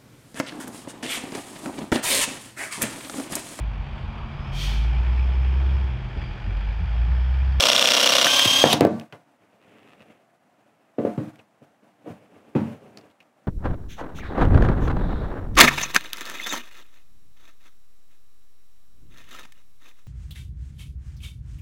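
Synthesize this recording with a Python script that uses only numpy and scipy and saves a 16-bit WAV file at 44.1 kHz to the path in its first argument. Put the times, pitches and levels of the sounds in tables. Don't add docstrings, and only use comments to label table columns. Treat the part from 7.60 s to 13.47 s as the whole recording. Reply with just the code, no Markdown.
import sys
import numpy as np
from scipy import signal
from scipy.fft import rfft, irfft
from scipy.io import wavfile
from scipy.ndimage import uniform_filter1d, minimum_filter1d

SR = 44100
rng = np.random.default_rng(int(sys.argv[2]) if len(sys.argv) > 2 else 0)


def wrap_up_sound(samples):
    columns = np.atleast_2d(samples).T
    tamed = np.clip(columns, -1, 1)
    steps = np.round(tamed * 32767).astype(np.int16)
    wavfile.write(sys.argv[1], SR, steps)


N = 258867
T = np.arange(N) / SR
CUT_S, PARTING_S = 0.66, 0.02
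BRAKE_S, STOP_S = 1.055, 1.13
STAGES_S = [0, CUT_S, CUT_S + PARTING_S, BRAKE_S - PARTING_S, BRAKE_S + PARTING_S, STOP_S]
# pitch_hz, level_db, t60_s
TABLE_MODES = [(117.3, -1, 0.18), (150, -8.5, 0.34), (203.4, -6.5, 0.22), (224.4, -2.5, 0.29),
               (231, -6.5, 0.49), (268.3, -6.5, 0.39), (296.3, -5.5, 0.78), (313.5, -6.5, 0.61),
               (350, -4.5, 0.18), (406, -0.5, 0.15), (430, 0, 0.16), (453.6, -4, 0.37), (480, -4.5, 0.3),
               (523.5, -2, 0.26), (553, -3, .2), (588, -2, 0.21), (635, -11.5, 0.46), (740, -12, 0.089),
               (709, -11.5, 0.58), (783, -14.5, 0.15), (853, -14, 0.11), (980, -14.5, 0.07),
               (1019.7, -16, 0.15), (1090, -14, 0.06), (1162, -14.5, 0.24), (1290, -21, 0.1),
               (1534, -24, 0.3), (1781, -29, 0.28)]


def cutter(turns_per_stroke=7.56, fade_db_per_s=397):
    t = T[:int(1.2 * SR)]
    parted = np.clip((t - CUT_S) / PARTING_S, 0, 1)
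    load = 0.67 * (1 - parted) + 0.2 * parted
    speed = motor_speed(t, parted)
    strokes = np.cumsum(speed) / SR / turns_per_stroke - 0.237
    phase = strokes % 1
    tool = gear_rattle(phase, load, parted) + armature_whine(t, speed, phase, load)
    tool += pump_blows(t, strokes, load)
    level_db = np.interp(t, STAGES_S, [-17.5, -16, -18, -21, -21.5, -18])
    level_db -= fade_db_per_s * np.maximum(t - STOP_S, 0)
    return np.pad(tool * undb(level_db), (0, N - len(t)))


def motor_speed(t, parted, settle_s=0.12, slows_s=1.092):
    loaded_rps = 241.5 + 6.5 * (t / CUT_S) ** 2.5
    free_rps = 268.8 - 10 * np.exp((CUT_S + PARTING_S - t) / settle_s)
    braking = np.clip((t - slows_s) / (STOP_S - slows_s), 0, 1)
    return ((1 - parted) * loaded_rps + parted * free_rps) * (1 - 0.12 * braking)


def gear_rattle(phase, load, parted, repeat=0.66, grit_db=1.1):
    # stroke_share, level_db
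    stroke_shape = [(0, 10.5), (.07, -9.5), (.25, -8.5), (.47, -8.5), (.5, 8), (.65, -2), (.85, -2),
                    (.92, -3.5), (1, 4.5)]
    # frequency_hz, level_db
    gear_spectrum = [(41, -46.5), (70, -24.5), (108, -17.5), (189, -27), (297, -12), (408, -15.5),
                     (572, -1.5), (879, -10), (1080, -7), (1810, -10.5), (3260, -4.5), (4580, -9.5),
                     (5740, -8), (7350, -17.5), (11000, -24), (15500, -30.5)]
    # pitch_hz, width_hz, boost_db
    casing_peaks = [(567, 120, 0), (2900, 900, -1), (3440, 640, 4), (7900, 470, 0)]
    # frequency_hz, gain_db
    unloaded_eq = [(100, 1), (300, 1.5), (600, -4), (1100, 2), (1500, -6.5), (2100, -1), (2800, 3.5),
                   (3600, 1), (4500, 0), (8000, 0), (15000, 3)]
    n = len(phase)
    share = repeat * load
    teeth = rng.standard_normal(SR // 32 + 1)[(phase * (SR // 32)).astype(int)]
    rattle = np.sqrt(share) * teeth + np.sqrt(1 - share) * rng.standard_normal(n)
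    swell = undb(load * np.interp(phase, *np.transpose(stroke_shape)))
    grit = undb(grit_db * wander(500)[:n])
    gears = unit(colour(rattle * swell * grit, gear_spectrum, casing_peaks))
    return (1 - parted) * gears + parted * colour(gears, unloaded_eq)


def armature_whine(t, speed, phase, load, sag=0.11, throb=0.4):
    orders = [1, 4, 6, 12, 18, 24, 30, 36, 42, 51]
    # free_db, loaded_db, flutter_db, settling_change_db
    voicing = [(-16.5, -23, -0.3, 1.6), (-17.5, -25, 3, 0.8), (-5.5, -24.5, 2.5, -12), (2, -6, 2, 0.95),
               (-17.5, -19, 4, -0.14), (-9, -4.5, 2.5, -0.9), (-18, -31.5, 4, -1.17), (-35, -21.5, 1, 0.5),
               (-22, -31, 3.5, 0.7), (-26, -42.5, 3.5, 1.1)]
    n = len(t)
    press = np.cos(2 * np.pi * (phase - 0.7))
    drag = sag * load ** 1.5 * np.cos(2 * np.pi * (phase - 0.84))
    turns = np.cumsum(speed * (1 - drag + 0.002 * wander(80)[:n])) / SR
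    whine_db = np.interp(t, STAGES_S, [-5.5, -5.5, -3, 3.5, 1, -12.5]) + 0.47 * wander(200)[:n]
    free = (1 - load) * undb(whine_db) * (1 + throb * press)
    loaded = 2 * load * np.maximum(press, 0) ** 3.7
    settled = np.clip((t - CUT_S) / (BRAKE_S - CUT_S), 0, 1)
    whine = 0
    for order, (free_db, loaded_db, flutter_db, settle_db) in zip(orders, voicing):
        level = undb(free_db + settle_db * settled) * free + undb(loaded_db) * loaded
        flutter = undb(flutter_db * wander(90)[:n])
        whine += level * flutter * np.sin(2 * np.pi * order * turns)
    return whine


def pump_blows(t, strokes, load, valve_fades_s=0.31, fade_length_s=0.09):
    # stroke_share, pitch_hz, t60_s, level_db, is_valve
    stroke_blows = [(.965, 3450, .005, 16, 1), (.975, 2800, .004, 8, 1), (.98, 5300, .004, 8, 1),
                    (.97, 8500, .003, 2, 1), (.02, 595, .035, -2, 1), (.47, 575, .04, -1.5, 0),
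                    (.49, 487, .07, -8, 0), (.5, 228, .08, -15, 0), (.48, 3300, .007, 6, 0),
                    (.57, 1200, .02, -3, 0), (.55, 290, .06, -17, 0)]
    valve = 0.53 * np.clip(1 - (t - valve_fades_s) / fade_length_s, 0, 1)
    blows = 0
    for at, hz, t60, db, is_valve in stroke_blows:
        hit = np.diff(np.floor(strokes - at), prepend=-1) > 0
        force = hit * (valve if is_valve else load ** 2) * undb(db + 1.2 * rng.standard_normal(len(t)))
        makeup = 2 * np.e * np.log(1000) / (t60 * SR)
        blows += ring(ring(force, hz, t60), hz, t60) * makeup
    return blows


def table_knocks(place_db=2.0, soft_db_per_octave=-3.5):
    # start_s, ring_db, thud_hz, thud_db, ring_time_share, tilt_db_per_octave, bass_db, scuff_db
    landings = [(0.651, -24, 150, -4.5, 0.42, 18.5, 5.5, -30), (0.855, -24, 286, 6.5, 0.44, -14, 23, -13),
                (1.039, -8.5, 480, 13.5, 0.35, 1.5, 7.5, -1.5),
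                (1.131, -17.5, 690, 14, 0.44, -2.5, 3.5, -3.5), (1.2079, -5.5, 441, 9.5, 0.29, 1, 4.5, -12),
                (1.2494, -10, 480, 13, 0.3, 0.5, -1.5, -17), (1.2696, -16.5, 376, 13, 0.17, 4.5, -3, -29),
                (1.412, -40, 350, -7, .3, -1.5, -12, -21.5), (1.525, -40.5, 396, -10.5, 0.8, 4, 14.5, 1.5),
                (1.54, -51.5, 296, -14.5, 0.44, 3, -15, -13.5),
                (3.3830, -23, 430, 10, 0.76, -0.5, -1.5, -16), (3.4493, -20.5, 430, 12.5, 0.35, -3, 1, -18),
                (3.468, -25.5, 480, 2, 0.28, 1.5, -9, -17),
                (3.576, -25.5, 252, 8.5, 0.73, -9.5, -3.5, -15.5),
                (3.775, -41, 258, 4.5, 0.55, -6.5, -2, -38), (3.789, -46.5, 300, 3.5, 0.21, -4, -5, -29),
                (4.011, -41.5, 282, 1.5, 0.35, -2.5, 1, -30),
                (4.222, -44.5, 287, -10.5, 0.45, -4.5, -7, -33.5),
                (4.4596, -35.5, 480, 5, 0.16, 0.5, -5, -20), (4.4731, -35, 330, 9, 0.29, -0.5, -1, -17.5),
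                (4.5, -34.5, 250, 2, 0.34, -2, 21, -17), (4.951, -18.5, 277, 7.5, 0.47, -8, -6.5, -15),
                (4.961, -23, 230, 1.5, 0.34, -11, -4, -10.5), (4.988, -23.5, 197, -2, 0.49, -15.5, -7, -22),
                (5.014, -28.5, 230, 10.5, 0.33, -16, 0, -23), (5.043, -31, 230, 0, 0.13, -10, 11, -21),
                (5.125, -41, 204, -8, 0.71, -6, -2, -28)]
    # frequency_hz, level_db
    scuff_spectrum = [(350, -34.5), (800, 14.5), (1300, 5), (2000, 0.5), (3000, -6.5),
                      (5000, -20.5), (15000, -35.5)]
    out, t = np.zeros(N), T[:SR // 2]
    for start, db, thud_hz, thud_db, share, tilt, bass_db, scuff_db in landings:
        body, place = 0, rng.standard_normal((len(TABLE_MODES), 2))
        for (hz, mode_db, t60), (near, lag) in zip(TABLE_MODES, place):
            lean_db = tilt * np.log2(hz / 260) + bass_db * (hz < 180)
            lean_db += soft_db_per_octave * max(np.log2(hz / 600), 0)
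            envelope = undb(mode_db + lean_db + place_db * near - 60 * t / (t60 * share))
            body += envelope * np.sin(2 * np.pi * hz * t + 2 * lag)
        body = unit(body, count=2000) * (1 - np.exp(-t / 0.0045))
        cycles = t * thud_hz
        thud = -np.cos(2 * np.pi * cycles) * np.sin(np.pi * np.clip(cycles / 2, 0, 1)) ** 1.4
        scuff = unit(colour(rng.standard_normal(len(t)), scuff_spectrum))
        scuff *= undb(scuff_db - 60 * t / 0.2) * np.minimum(t / 0.00099, 1)
        add(out, start, undb(db) * (body + undb(thud_db) * thud + scuff))
    return out


def hard_clicks():
    # start_s, ring_peak_db, pitch_hz, t60_s, crack_db
    clicks = [(0.6682, -1.5, 2050, 0.013, -5), (0.7938, -5, 2200, 0.018, -1.5),
              (0.8524, -7, 3285, 0.017, 2), (1.1287, -1.5, 3640, 0.023, -9),
              (1.1308, -7.5, 10800, .012, -8), (1.1335, -6, 3300, 0.014, -14), (1.2085, -17, 1800, 0.03, 9),
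              (1.2501, -22, 1820, 0.028, 8), (1.27, -37, 1970, 0.0195, 13),
              (1.398, -29.5, 3080, 0.0085, -3), (1.412, -37, 2550, 0.027, -51),
              (1.5246, -27, 2640, 0.028, -24.5), (3.758, -37, 2070, 0.025, -1),
              (3.786, -42, 2680, 0.018, -21), (3.7909, -34, 2580, 0.045, -22),
              (5.3732, -27, 4700, 0.013, -13), (5.374, -33, 2200, .02, -16), (5.383, -40, 4900, 0.03, -9),
              (5.4125, -38, 4500, 0.012, -14), (5.501, -42, 3200, 0.03, -4), (5.5125, -42, 3200, 0.02, -6),
              (5.6035, -33, 2570, 0.04, -8), (5.627, -42, 2600, 0.02, -12)]
    # frequency_hz, level_db
    crack_spectrum = [(800, -14), (3000, -1), (6000, -4.5), (15000, -7)]
    out, t = np.zeros(N), T[:SR // 8]
    for start, db, hz, t60, crack_db in clicks:
        burst = (0.66 * rng.standard_normal(len(t)) + 2 * (t == 0)) * undb(-60 * t / t60)
        crack = colour(rng.standard_normal(len(t)), crack_spectrum) * undb(-60 * t / 0.0034)
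        body = ring(burst, hz, t60 / 8)
        add(out, start, undb(db) * (body / np.abs(body).max() + undb(crack_db) * crack))
    return out


def blade_scrapes(slips_per_s=115, uneven=0.38, scatter_db=1.5):
    # start_s, length_s, force_db
    catches = [(1.925, .012, -51.5), (2.016, .035, -46), (2.085, .012, -49), (2.185, .012, -44),
               (2.232, .012, -43.5), (2.276, .065, -41.5), (2.396, .04, -45)]
    # pitch_hz, level_db, t60_s
    blade_modes = [(2630, 5.2, .008), (3370, -7, 0.0052), (1910, 2.5, 0.0065), (1290, -1, 0.012)]
    force = np.zeros(N)
    for start, length, db in catches:
        timing, strength = rng.standard_normal((2, 12))
        slips_s = np.cumsum(np.maximum(1 + uneven * timing, 0.2) / slips_per_s)
        slips_s -= slips_s[0]
        force[((start + slips_s) * SR).astype(int)] += undb(db + scatter_db * strength) * (slips_s < length)
    return sum(undb(db) * ring(force, hz, t60) for hz, db, t60 in blade_modes)


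def handling(uneven_db=0.9, fade_share=0.3, bass_cut_db_per_octave=6):
    # start_s, end_s, level_db, rustle_db
    bouts = [(1.791, 2.089, -52.5, -11), (2.067, 2.57, -48, -6.5), (2.951, 3.302, -57, -9.5),
             (4.046, 4.151, -58, -31), (4.417, 5.036, -46.5, -18.5), (4.994, 5.485, -45, -14)]
    # frequency_hz, level_db
    rustle_spectrum = [(500, -20), (1200, -2), (2700, 0), (3500, -10), (4500, -26), (15000, -42)]
    rub = rng.standard_normal(N) * undb(1.6 * wander(90))
    body = 0
    for hz, db, t60 in TABLE_MODES:
        lean_db = bass_cut_db_per_octave * min(np.log2(hz / 300), 0)
        body += undb(db + lean_db) * ring(rub, hz, t60 * 0.85)
    body_gain, rustle_gain = undb(-63), undb(-64)
    for start, end, db, rustle_db in bouts:
        swell = np.clip(np.minimum(T - start, end - T) / (fade_share * (end - start)) + 0.5, 0, 1)
        body_gain += undb(db) * swell
        rustle_gain += undb(db + rustle_db) * swell
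    body = unit(body) * body_gain * undb(uneven_db * wander(2.5))
    rustle = unit(colour(rub, rustle_spectrum)) * rustle_gain * undb(uneven_db * wander(6.8))
    return body + rustle


def room(x, wet_db):
    # centre_hz, t60_s
    decays = [(150, 0.42), (400, 0.23), (1000, 0.3), (2500, 0.2), (6000, 0.4), (12000, 0.14)]
    t, tail = T[:SR // 2], 0
    for hz, t60 in decays:
        band = [(hz / 2.5, -30), (hz / 1.5, 0), (hz * 1.5, 0), (hz * 2.5, -30)]
        tail += colour(rng.standard_normal(len(t)), band) * undb(-60 * t / t60)
    tail *= np.clip((t - 0.004) / 0.024, 0, 1)
    return x + undb(wet_db) * signal.fftconvolve(x, tail / np.sqrt(np.sum(tail ** 2)))[:N]


def room_tone():
    # frequency_hz, level_db
    spectrum = [(60, -27), (120, -9), (290, -4), (420, -13), (680, -3), (950, -11), (1500, -14),
                (3000, -25), (4500, -30), (9000, -32.5), (15500, -40)]
    return unit(colour(rng.standard_normal(N), spectrum))


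def noise_gate(loud_db, open_db=-32.5, slope=1.15, depth_db=-21.5, hold_s=0.016, release_s=0.0054):
    hold = int(hold_s * SR)
    held_db = -minimum_filter1d(-loud_db, hold, origin=(hold - 1) // 2)
    gain_db = np.clip(slope * (held_db - open_db), depth_db, 0)
    return np.maximum(gain_db, smooth(gain_db, release_s))


def limiter(loud_db, threshold_db=-15, squeeze=0.91, recover_s=0.042):
    over_db = np.roll(np.maximum(loud_db - threshold_db, 0), 200)
    peak_db = -minimum_filter1d(-over_db, size=601, origin=300)
    return -squeeze * np.maximum(over_db, smooth(peak_db, recover_s))


def undb(db):
    return 10 ** (np.asarray(db) / 20)


def unit(x, count=None):
    return x / np.sqrt(np.mean(x[:count] ** 2))


def colour(x, points, peaks=()):
    hz = np.maximum(np.arange(len(x) // 2 + 1) * SR / len(x), 1)
    point_hz, point_db = np.transpose(points)
    db = np.interp(np.log(hz), np.log(point_hz), point_db)
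    db += sum(boost / (1 + ((hz - pitch) * 2 / width) ** 2) for pitch, width, boost in peaks)
    return irfft(rfft(x) * undb(db), len(x))


def ring(x, hz, t60):
    r, w = np.exp(-np.log(1000) / (t60 * SR)), 2 * np.pi * hz / SR
    return signal.lfilter([0, np.sin(w)], [1, -2 * r * np.cos(w), r * r], x)


def add(out, start_s, x):
    i = int(start_s * SR)
    out[i:i + len(x)] += x[:N - i]


def wander(rate_hz):
    step = int(SR / rate_hz)
    return uniform_filter1d(np.repeat(rng.standard_normal(N // step + 1), step), step)[:N]


def smooth(x, lag_s):
    rate = 1 / (lag_s * SR)
    return signal.lfilter([rate], [1, rate - 1], x)


def scene():
    tool = room(cutter() + hard_clicks() + blade_scrapes(), wet_db=-24.5)
    table = room(table_knocks(), wet_db=-10)
    return (tool + table + handling())[None]


def record(dry, top_hz=15700):
    tone = room_tone() * undb(-48)
    x, tone = signal.sosfilt(signal.butter(4, 90, "high", fs=SR, output="sos"), [dry[0] + tone, tone])
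    loud_db = 10 * np.log10(uniform_filter1d(x ** 2, size=300) + 1e-12)
    gate_db = noise_gate(loud_db)
    tone_lag_db = np.minimum(smooth(gate_db, lag_s=0.014) - gate_db, 0)
    x -= tone * (1 - undb(tone_lag_db))
    x *= undb(gate_db + limiter(loud_db))
    x = signal.sosfilt(signal.butter(3, 72, "high", fs=SR, output="sos"), x)
    x = signal.sosfilt(signal.ellip(10, 0.2, 70, top_hz, fs=SR, output="sos"), np.clip(x, -1, 1))
    return np.clip(x, -1, 1)[None]


dry = scene()
out = record(dry)
wrap_up_sound(out)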